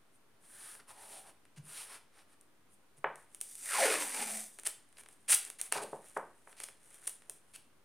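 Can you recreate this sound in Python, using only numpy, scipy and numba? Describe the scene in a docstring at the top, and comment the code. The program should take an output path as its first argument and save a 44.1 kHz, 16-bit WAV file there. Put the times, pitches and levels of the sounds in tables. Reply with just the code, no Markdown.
"""Fingers rub a strip of wide tape down on paper in a small room, in hissing strokes of filtered grains with snaps.
The roll is picked up with a knock; a length is peeled off with a rasp, grains driving strip modes that fall in pitch.
Sharp clicks of buckling film lead to a tear, a run of tiny snaps. The roll is then put down with a few knocks,
rung through its modes, while the loose strip crackles between the hands. Treble peaks near 9 kHz; nearly mono."""
import sys
import numpy as np
from scipy import signal
from scipy.fft import rfft, irfft
from scipy.io import wavfile
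from scipy.ndimage import uniform_filter1d
from numba import njit

SR = 44100
rng = np.random.default_rng(int(sys.argv[2]) if len(sys.argv) > 2 else 0)


def materialize(psi):
    """Save the field psi as 16-bit PCM at rate SR to the path in sys.argv[1].

    A 1-D psi becomes a single channel; in a 2-D psi each row is a channel.
    """
    bounded = np.clip(np.atleast_2d(psi).T, -1, 1)
    quanta = np.round(bounded * 32767).astype(np.int16)
    wavfile.write(sys.argv[1], SR, quanta)


N = 345769
TIME = np.arange(N) / SR

# crisp colour of creasing film: f/Hz, relative density/dB
CREASE_SPECTRUM = [(2200, -17), (3500, -14), (4600, -17.5), (6600, -9), (7600, -6.5), (9000, 3),
                   (10000, 0.5), (11200, -8.5), (12900, -18), (14800, -21.5)]
# lower colour of the shivering sheet: f/Hz, relative density/dB
SHEET_SPECTRUM = [(150, -22.5), (350, -2.5), (600, -0.5), (1000, -1), (1800, 4), (2800, -1), (4500, -8.5),
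                  (7000, -14), (12000, -30)]


def from_db(db):
    """Decibels to gain."""
    return 10 ** (np.asarray(db) / 20)


def rms_one(x):
    """Scale to rms 1."""
    return x / np.sqrt(np.mean(x ** 2) + 1e-20)


def curve(rows, axis):
    """One column of a table, joined by straight lines in time."""
    rows = np.array(rows)
    return np.interp(TIME, rows[:, 0], rows[:, axis])


def level(rows, axis):
    """A dB column as gain, silent outside its rows."""
    active = (TIME >= rows[0][0]) * (TIME < rows[-1][0])
    return from_db(curve(rows, axis=axis)) * active


def colour(x, spectrum):
    """Minimum-phase filter of unit energy with the given spectrum, falling away past its ends."""
    hz, db = np.transpose(spectrum)
    size = 8192
    octave = np.log2(np.maximum(np.fft.rfftfreq(size, 1 / SR), 1))
    outside = np.abs(octave - np.clip(octave, np.log2(hz[0]), np.log2(hz[-1])))
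    shape_db = np.interp(octave, np.log2(hz), db) - np.minimum(24 * outside, 70)
    # folding the cepstrum makes the response causal
    cepstrum = irfft(np.log(from_db(shape_db)))
    cepstrum[1:size // 2] *= 2
    cepstrum[size // 2 + 1:] = 0
    response = irfft(np.exp(rfft(cepstrum)))[:size // 2]
    return signal.oaconvolve(x, response / np.linalg.norm(response))[:N]


def grains(per_s, spread_db):
    """Tiny slips at random moments, a few much larger than the rest; rms 1."""
    sizes = from_db(spread_db * np.minimum(rng.exponential(1, N), 4))
    signs = rng.choice([-1, 1], N)
    return rms_one(sizes * signs * (rng.random(N) < per_s / SR))


def flutter(per_s, depth_db):
    """Random unevenness of a gain."""
    knots = rng.standard_normal(8000)
    return from_db(depth_db * np.interp(TIME * per_s, np.arange(len(knots)), knots))


def add(track, s, sound):
    """Mix a short sound into a track at a time."""
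    at = round(s * SR)
    track[at:at + len(sound)] += sound[:N - at]


def movement(start, length):
    """Speed of one hand movement: it swells, holds and eases off."""
    swell_share, ease_share, ramp_power = 0.56, 0.23, 1.17
    out = np.zeros(N)
    span = slice(round(start * SR), round((start + length) * SR))
    part = (TIME[span] - start) / max(length, .01)
    ramps = np.minimum(part / swell_share, (1 - part) / ease_share)
    out[span] = np.clip(ramps, 0, 1) ** ramp_power
    return out


@njit
def resonate(x, hz, width):
    """A moving resonance that keeps the power of white noise."""
    out, state = np.zeros(len(x)), 0j
    for i in range(len(x)):
        r = np.exp(-np.pi * width[i] / SR)
        state = state * r * np.exp(2j * np.pi * hz[i] / SR) + x[i] * np.sqrt(2 * (1 - r * r))
        out[i] = state.imag
    return out


def sing(hz, share):
    """Friction drives a moving resonance; the skirts are steep and the level is held even."""
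    tone = resonate(grains(6000, 3.0), hz, hz * share)
    tone = resonate(tone, hz, hz * share * 1.5)
    return tone / np.sqrt(np.abs(uniform_filter1d(tone ** 2, size=1300)) + 1e-12)


def rubbing():
    """Skin slides over tape and paper fibres, and the hollow of the hand rings with it."""
    # finger strokes: start/s, length/s, effort/dB, paper pressure relative to effort/dB
    strokes = [(0.108, 0.074, -69, -23), (0.387, 0.44, -50.5, -11.5), (0.408, 0.061, -71, -2),
               (.79, 0.022, -74, 17), (0.864, 0.066, -54, -4.5), (0.873, 0.2, -58.5, -4),
               (0.968, 0.28, -50, -9), (1.213, .11, -58, -3.5), (1.619, 0.26, -45, -9.5),
               (1.826, .17, -51.5, -2), (2.109, 0.13, -64.5, 1.5), (2.262, 0.095, -67.5, -1.5),
               (2.682, .08, -65, -22)]
    # colours: f/Hz, relative density/dB
    hiss_spectrum = [(2000, -29), (3200, -28), (4700, -30), (5800, -12), (7200, -7.5), (8400, 0.5),
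                     (9500, 6.5), (10600, -2), (12500, -11), (14000, -18), (15800, -21)]
    body_spectrum = [(200, -11), (450, -4), (800, 2), (1600, 5), (2600, -0.5), (4000, -3.5), (5500, -4)]
    scuff_spectrum = [(1500, -12), (2700, -4), (4600, -5.5), (6500, -10)]
    # hollow under the sliding hand: t/s, resonance f/Hz
    hollow_track = [(.5, 1800), (.78, 1480), (.9, 1020), (.96, 884), (1.19, 785), (1.3, 910)]
    hollow_db = -2  # relative to pressure
    grip, effort, pressure = flutter(70, 0.55), 0, 0
    for start, length, db, body_db in strokes:
        stroke = from_db(db) * movement(start, length)
        effort = effort + stroke
        pressure = pressure + from_db(body_db) * stroke
    hiss = from_db(-2.9) * effort * colour(grip * grains(11000, 3.0), hiss_spectrum)
    body = from_db(-2.35) * pressure * colour(grip * grains(6000, 3.9), body_spectrum)
    # the power favours hard strokes, which drag the fibres into a coarse scuff
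    scuff = from_db(20.5) * effort ** 1.664 * colour(grip * grains(3000, 2.9), scuff_spectrum)
    cupped = (TIME > hollow_track[0][0]) * (TIME < hollow_track[-1][0])
    ringing = sing(curve(hollow_track, axis=1), share=0.33)
    hollow = from_db(hollow_db) * cupped * pressure * ringing
    return hiss + body + scuff + hollow


def room(x):
    """Diffuse echoes build up once the walls answer and die soonest at the very top."""
    # echo bands: f/Hz, t60/s, relative echo level/dB
    bands = [(144, 0.45, -1.5), (464, 0.29, -1.5), (1436, 0.37, -7.5), (3700, 0.39, -6.5), (9700, 0.27, -8),
             (14240, .22, -3.5)]
    age = np.arange(SR // 2) / SR
    hz, t60_s, db = np.transpose(bands)
    white = rfft(rng.standard_normal(len(age)))
    log_hz = np.log(np.maximum(np.fft.rfftfreq(len(age), 1 / SR), 1))
    response = 0
    for share, decay_s, gain in zip(np.eye(len(hz)), t60_s, from_db(db)):
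        band = irfft(white * np.interp(log_hz, np.log(hz), share), len(age))
        fade = from_db(-60 * age / decay_s) * np.clip((age - .002) / 0.005, 0, 1)
        response = response + gain * band * fade / np.linalg.norm(fade)
    return signal.oaconvolve(x, response)[:N]


def rebounds(length):
    """A unit blow spread by allpasses into a quick train of fading rebounds, equally strong at all pitches."""
    blow = np.zeros(2000)
    blow[0] = 1
    for lag in rng.uniform(.12, .4, 3) * np.clip(length, .0005, .012) * SR:
        taps = np.r_[-.55, np.zeros(int(lag)), 1]
        blow = signal.lfilter(taps, taps[::-1], blow)
    return blow


def snapping():
    """The film buckles: a sharp click at the crease and a very short shiver of the sheet around it."""
    # single snaps: t/s, relative level/dB, relative weight of the sheet/dB
    snap_rows = [(0.751, -35, 7), (1.4523, -47.5, 11.5), (1.5747, -49, 13), (2.411, -39.5, -21),
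                 (3.1566, -33.5, -4), (3.3468, -27, -8), (3.4048, -33, -22), (3.4123, -14.5, -13.5),
                 (3.5534, -26.5, -12), (4.587, -31, 8), (4.634, -31.5, 2), (4.6539, -23, -3),
                 (4.6717, -10, -6), (4.8887, -51, 2.5), (4.9264, -45, 3), (4.9836, -37, 9),
                 (5.035, -39.5, 6), (5.0595, -44, 15.5), (5.0868, -36, 4), (5.3194, -18, -3),
                 (5.45, -24, -13), (5.5007, -22, -1), (5.6137, -11.5, -13.5), (5.7238, -7.5, 3),
                 (6.5267, -48, 18.5), (6.6016, -25.5, 6.5), (6.636, -27.5, 0.5), (6.686, -39.5, 16),
                 (6.9431, -34, -4), (7.0749, -16, -2.5), (7.0945, -24, -12), (7.22, -46.5, 13.5),
                 (7.2967, -20, -8)]
    crease, sheet = np.zeros(N), np.zeros(N)
    for s, db, body_db in snap_rows:
        add(crease, s, from_db(db + 4.5) * rebounds(0.00081))
        add(sheet, s, from_db(db + body_db - 4.5) * rebounds(0.0025))
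    return colour(crease, CREASE_SPECTRUM) + colour(sheet, SHEET_SPECTRUM)


def ripping():
    """A crack or crease runs across the film as a run of tiny snaps; crumples swell, then stop dead."""
    # short crumples: start/s, length/s, final level/dB, swell/dB, sheet relative to edge/dB
    crumples = [(1.561, 0.026, -63, 4.5, 2.5), (4.582, 0.017, -46, 22, -12), (4.649, 0.02, -30.5, 19.5, -7),
                (4.968, 0.0043, -65, 14, 11), (5.586, 0.02, -45, 9.5, -5), (5.718, 0.066, -47.5, 8, 6),
                (5.818, .021, -46, 2, -6), (6.567, 0.057, -52, 12, -2.5), (6.629, .012, -34, 23, -10),
                (7.07, 0.0084, -32.5, 6, -29), (7.536, .027, -48.5, 9.5, -5)]
    # strip torn across its width: t/s, edge crackle level/dB, sheet level/dB
    tear = [(5.279, -53, -57.5), (5.283, -39, -44.5), (5.3, -26, -37), (5.314, -26, -44.5),
            (5.321, -21, -38.5), (5.329, -25, -29), (5.337, -31.5, -33), (5.347, -19, -46),
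            (5.352, -30.5, -60)]
    # torn sheet: f/Hz, relative density/dB
    sheet_spectrum = [(200, -22), (400, -11), (600, -2), (1000, -2), (1900, 4.5), (2800, 4.5), (3600, -2),
                      (4600, 1), (6000, -3.5), (9000, -6.5)]
    edge, sheet = np.array([grains(9000, 2.4), grains(9000, 2.0)]) * flutter(450, 2.0)
    top = edge * level(tear, axis=1)
    body = sheet * level(tear, axis=2)
    for s, length, db, swell_db, body_db in crumples:
        span = slice(round(s * SR), round((s + max(length, .002)) * SR))
        swell = from_db(db + swell_db * np.linspace(-1, 0, span.stop - span.start))
        top[span] += swell * rms_one(edge[span])
        body[span] += swell * rms_one(sheet[span]) * from_db(body_db)
    return colour(top, CREASE_SPECTRUM) + colour(body, sheet_spectrum)


def thumping():
    """A palm or the roll pushes the desk top, whose low mode swells and fades, detuned a little each time."""
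    # soft thumps: t/s, level/dB, nominal fade/s
    thump_rows = [(1.571, -48, 0.014), (1.592, -46, 0.0045), (2.975, -63, 0.0066), (3.047, -62.5, 0.016),
                  (5.75, -62, 0.014), (5.928, -64, 0.0084), (6.169, -62, 0.013)]
    desk_hz = 145  # before detuning
    out = np.zeros(N)
    for (s, db, fade_s), detune in zip(thump_rows, rng.uniform(0.884, 1.126, len(thump_rows))):
        age = np.maximum(TIME - s, 0)
        swell = age / np.clip(fade_s, .005, .05)
        out += from_db(db) * swell * np.exp(1 - swell) * np.sin(2 * np.pi * desk_hz * detune * age)
    return signal.sosfilt(signal.butter(4, 115, "high", fs=SR, output="sos"), out + 1e-18)


def rustling():
    """Sparse crinkles and a few stray ticks while the fingers shift on the tape."""
    # finger shifts on loose tape: start/s, length/s, effort/dB
    shifts = [(2.961, 0.034, -55), (3.12, 0.13, -64), (3.28, 0.1, -68), (4.957, 0.066, -49.5),
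              (5.076, 0.078, -57), (5.38, 0.13, -48), (5.591, 0.1, -46), (5.818, 0.19, -60),
              (5.974, 0.17, -54), (6.137, 0.05, -48), (6.459, 0.078, -58), (6.613, .11, -57),
              (6.8, 0.22, -55), (6.995, 0.08, -49.5), (7.3, 0.1, -65)]
    # faint fiddling once the roll is in the hands
    idle_db, idle_from_s, idle_until_s = -68.5, 3.15, 7.68
    ticks_per_s, tick_crease_db, tick_sheet_db = 38, -18.5, -21.5  # levels relative to effort
    idle = from_db(idle_db) * (TIME > idle_from_s) * (TIME < idle_until_s)
    idle = idle * flutter(18, 3.5)
    effort = sum(from_db(db) * movement(start, length) for start, length, db in shifts)
    handling = flutter(90, 0.71) * (idle + effort)
    ticks = grains(ticks_per_s, 2.0)
    crease = from_db(-7.5) * grains(3000, 4.6) + from_db(tick_crease_db) * ticks
    sheet = from_db(-16.5) * grains(1100, 1.6) + from_db(tick_sheet_db) * ticks
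    return colour(handling * crease, CREASE_SPECTRUM) + colour(handling * sheet, SHEET_SPECTRUM)


def rocking(count):
    """Once laid down, the roll rocks to rest in ever duller contacts, as rows like those of the knocks."""
    start_s, gap_s, contact_s = 5.761, .019, .009
    first_db, rise_db, bright_hz, dulling = -18, 1, 2650, 0.65  # rise and dulling per contact
    return [(start_s + gap_s * (k + slip), first_db + rise_db * k, bright_hz * dulling ** k, contact_s)
            for k, slip in enumerate(rng.uniform(-0.197, 0.206, count))]


def knocking():
    """Each blow is a brief chatter of contacts, dulled by its softness, ringing the cardboard core and desk."""
    # roll and hands on the desk: t/s, relative strength/dB, contact brightness f/Hz, contact length/s
    knock_rows = [(3.042, -4.5, 2580, 0.0034), (5.721, -19, 2600, 0.0047), (5.752, -12.5, 1290, 0.0066),
                  (5.929, -10.5, 810, 0.0033), (6.165, -7.5, 1610, .0067), (6.472, -30.5, 2820, 0.0034),
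                  (7.293, -31.5, 713, 0.0023)]
    # modes: f/Hz, width/Hz, relative level/dB
    modes = [(278, 59, -9), (422, 104, -1), (610, 200, -5.5), (785, 470, -2), (920, 120, 2.5),
             (1090, 360, 1), (1490, 49, 3.5), (1657, 49, 2.5), (1940, 190, -35), (2700, 50, -9),
             (2910, 92, 0.5)]
    force = np.zeros(N)
    for s, db, bright_hz, length in knock_rows + rocking(count=5):
        top_hz = min(bright_hz, SR / 3)
        dull = signal.butter(3, top_hz, fs=SR, output="sos")
        # a hard, glancing contact also carries less of a low push
        lean = signal.butter(2, top_hz * 0.15, "high", fs=SR, output="sos")
        blow = signal.sosfilt(np.vstack([dull, lean]), rebounds(length))
        add(force, s, from_db(db + 16.5) * blow)
    # the damped desk board answers with a broad thud under the modes
    thud_spectrum = [(120, -14), (260, -16), (360, -0.5), (500, 4.5), (1500, 1.5), (2800, 0), (4200, -26)]
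    out = from_db(-22) * colour(force, thud_spectrum)
    for hz, width_hz, db in modes:
        r = np.exp(-np.pi * width_hz / SR)
        poles = [1, -2 * r * np.cos(2 * np.pi * hz / SR), r * r]
        out += from_db(db - 10) * (1 - r * r) / 2 * signal.lfilter([1, 0, -1], poles, force + 1e-18)
    return signal.sosfilt(signal.butter(4, 3300, fs=SR, output="sos"), out)


def peeling():
    """Threads of glue let go in a stream, louder with speed, and shake the film and the lengthening strip."""
    # creep, fast tug, slower draw off the roll: t/s, speed/(m/s)
    pull_track = [(3.42, 0.0062), (3.61, 0.026), (3.68, 0.1), (3.75, 0.49), (3.89, 0.61), (3.98, 0.4),
                  (4.05, 0.14), (4.17, 0.2), (4.22, 0.34), (4.25, 0.14), (4.36, 0.1), (4.5, 0.0066),
                  (4.58, 0.0028)]
    # strip modes: multiple of the lowest, relative width, relative level/dB
    modes = [(1, 0.11, 0), (1.8, 0.32, -11), (3.3, 0.1, -6)]
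    # how well strip and roll radiate a mode: f/Hz, gain/dB
    radiation = [(220, -5), (310, -15.5), (430, -6), (720, 4.5), (1150, -4.5), (1600, 0), (2100, 2),
                 (2700, -24)]
    # colours: f/Hz, relative density/dB
    crackle_spectrum = [(1880, -20), (3200, -18), (3580, -10.5), (4040, -18), (4780, -10.5), (5180, -14),
                        (5840, -7.5), (6950, -7.5), (9140, 3.5), (13500, -18), (15200, -15), (15800, -33)]
    film_spectrum = [(130, -43), (250, -21), (500, -4.5), (1000, -3.5), (1500, 1), (2100, 4.5), (2700, 0),
                     (3400, -6), (5000, -6)]
    reference_m_per_s = 0.59
    # levels at the reference speed; powers of the speed
    crackle_db, crackle_power = -34.5, .62
    film_db, film_power = -35.5, 1.28
    strip_db, strip_power = -34, 1.49
    pops_per_s, pop_db = 110, -6.5  # coarse stick-slip, relative to the fine threads
    free_start_m, wave_m_per_s = 0.0198, 111  # free length before the pull; waves on the taut strip

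    speed = np.maximum(np.interp(TIME, *np.transpose(pull_track), left=0, right=0), 0)
    pull = speed / reference_m_per_s
    jerks = flutter(260, 1.0) * flutter(35, 2.06)
    threads = grains(6000, 3.3) * jerks * pull ** crackle_power
    crackle = from_db(crackle_db) * colour(threads, crackle_spectrum)
    slips = grains(3000, 3.6) + from_db(pop_db) * grains(pops_per_s, 2.6)
    film = from_db(film_db) * colour(slips * jerks * pull ** film_power, film_spectrum)
    # the pitch falls as the free length grows, and staggers with the uneven tension
    free_length_m = free_start_m + np.cumsum(speed) / SR
    lowest_hz = wave_m_per_s / (2 * free_length_m) * flutter(150, .75)
    hz, radiated_db = np.transpose(radiation)
    strip = 0
    for multiple, share, db in modes:
        mode_hz = multiple * lowest_hz
        gain_db = db + np.interp(np.log(mode_hz), np.log(hz), radiated_db)
        strip = strip + from_db(gain_db) * sing(mode_hz, share)
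    strip = from_db(strip_db) * pull ** strip_power * jerks * strip
    # the light film radiates almost no bass
    return signal.sosfilt(signal.butter(6, 180, "high", fs=SR, output="sos"), crackle + film + strip)


def scene():
    """Hands, tape and desk in the room, over a quiet floor; the two channels differ only by a trace."""
    # background noise: f/Hz, relative density/dB
    floor_spectrum = [(32, -33.5), (55, -3.5), (102, -1), (198, -2), (257, 1), (649, -5.5), (1200, -6.5),
                      (3190, -15), (5370, -20), (7670, -20.5), (9270, -14), (12000, -24.5), (14900, -21),
                      (16000, -38.5)]
    # faint noise of opposite sign in the two channels: f/Hz, relative density/dB
    side_spectrum = [(25, -19), (60, -21), (120, -6), (250, -6), (600, -10), (2000, -12.5), (5000, -20),
                     (15000, -24)]
    floor_db, side_db = -71, -75.5
    steady = rubbing() + peeling() + rustling() + thumping()
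    snaps, rips, knocks = snapping(), ripping(), knocking()
    echoes = room(steady + snaps + from_db(1.0) * rips + from_db(2.5) * knocks)
    floor = from_db(floor_db) * colour(rng.standard_normal(N), floor_spectrum)
    mid = steady + snaps + rips + knocks + echoes + floor
    side = from_db(side_db) * colour(rng.standard_normal(N), side_spectrum)
    return np.array([mid + side, mid - side])


def record(dry):
    """The top is cut steeply; the converter rests slightly below zero."""
    cutoff_hz, offset = 15900, -.0005
    return signal.sosfilt(signal.ellip(12, .1, 80, cutoff_hz, fs=SR, output="sos"), dry) + offset


dry = scene()
out = record(dry)
materialize(out)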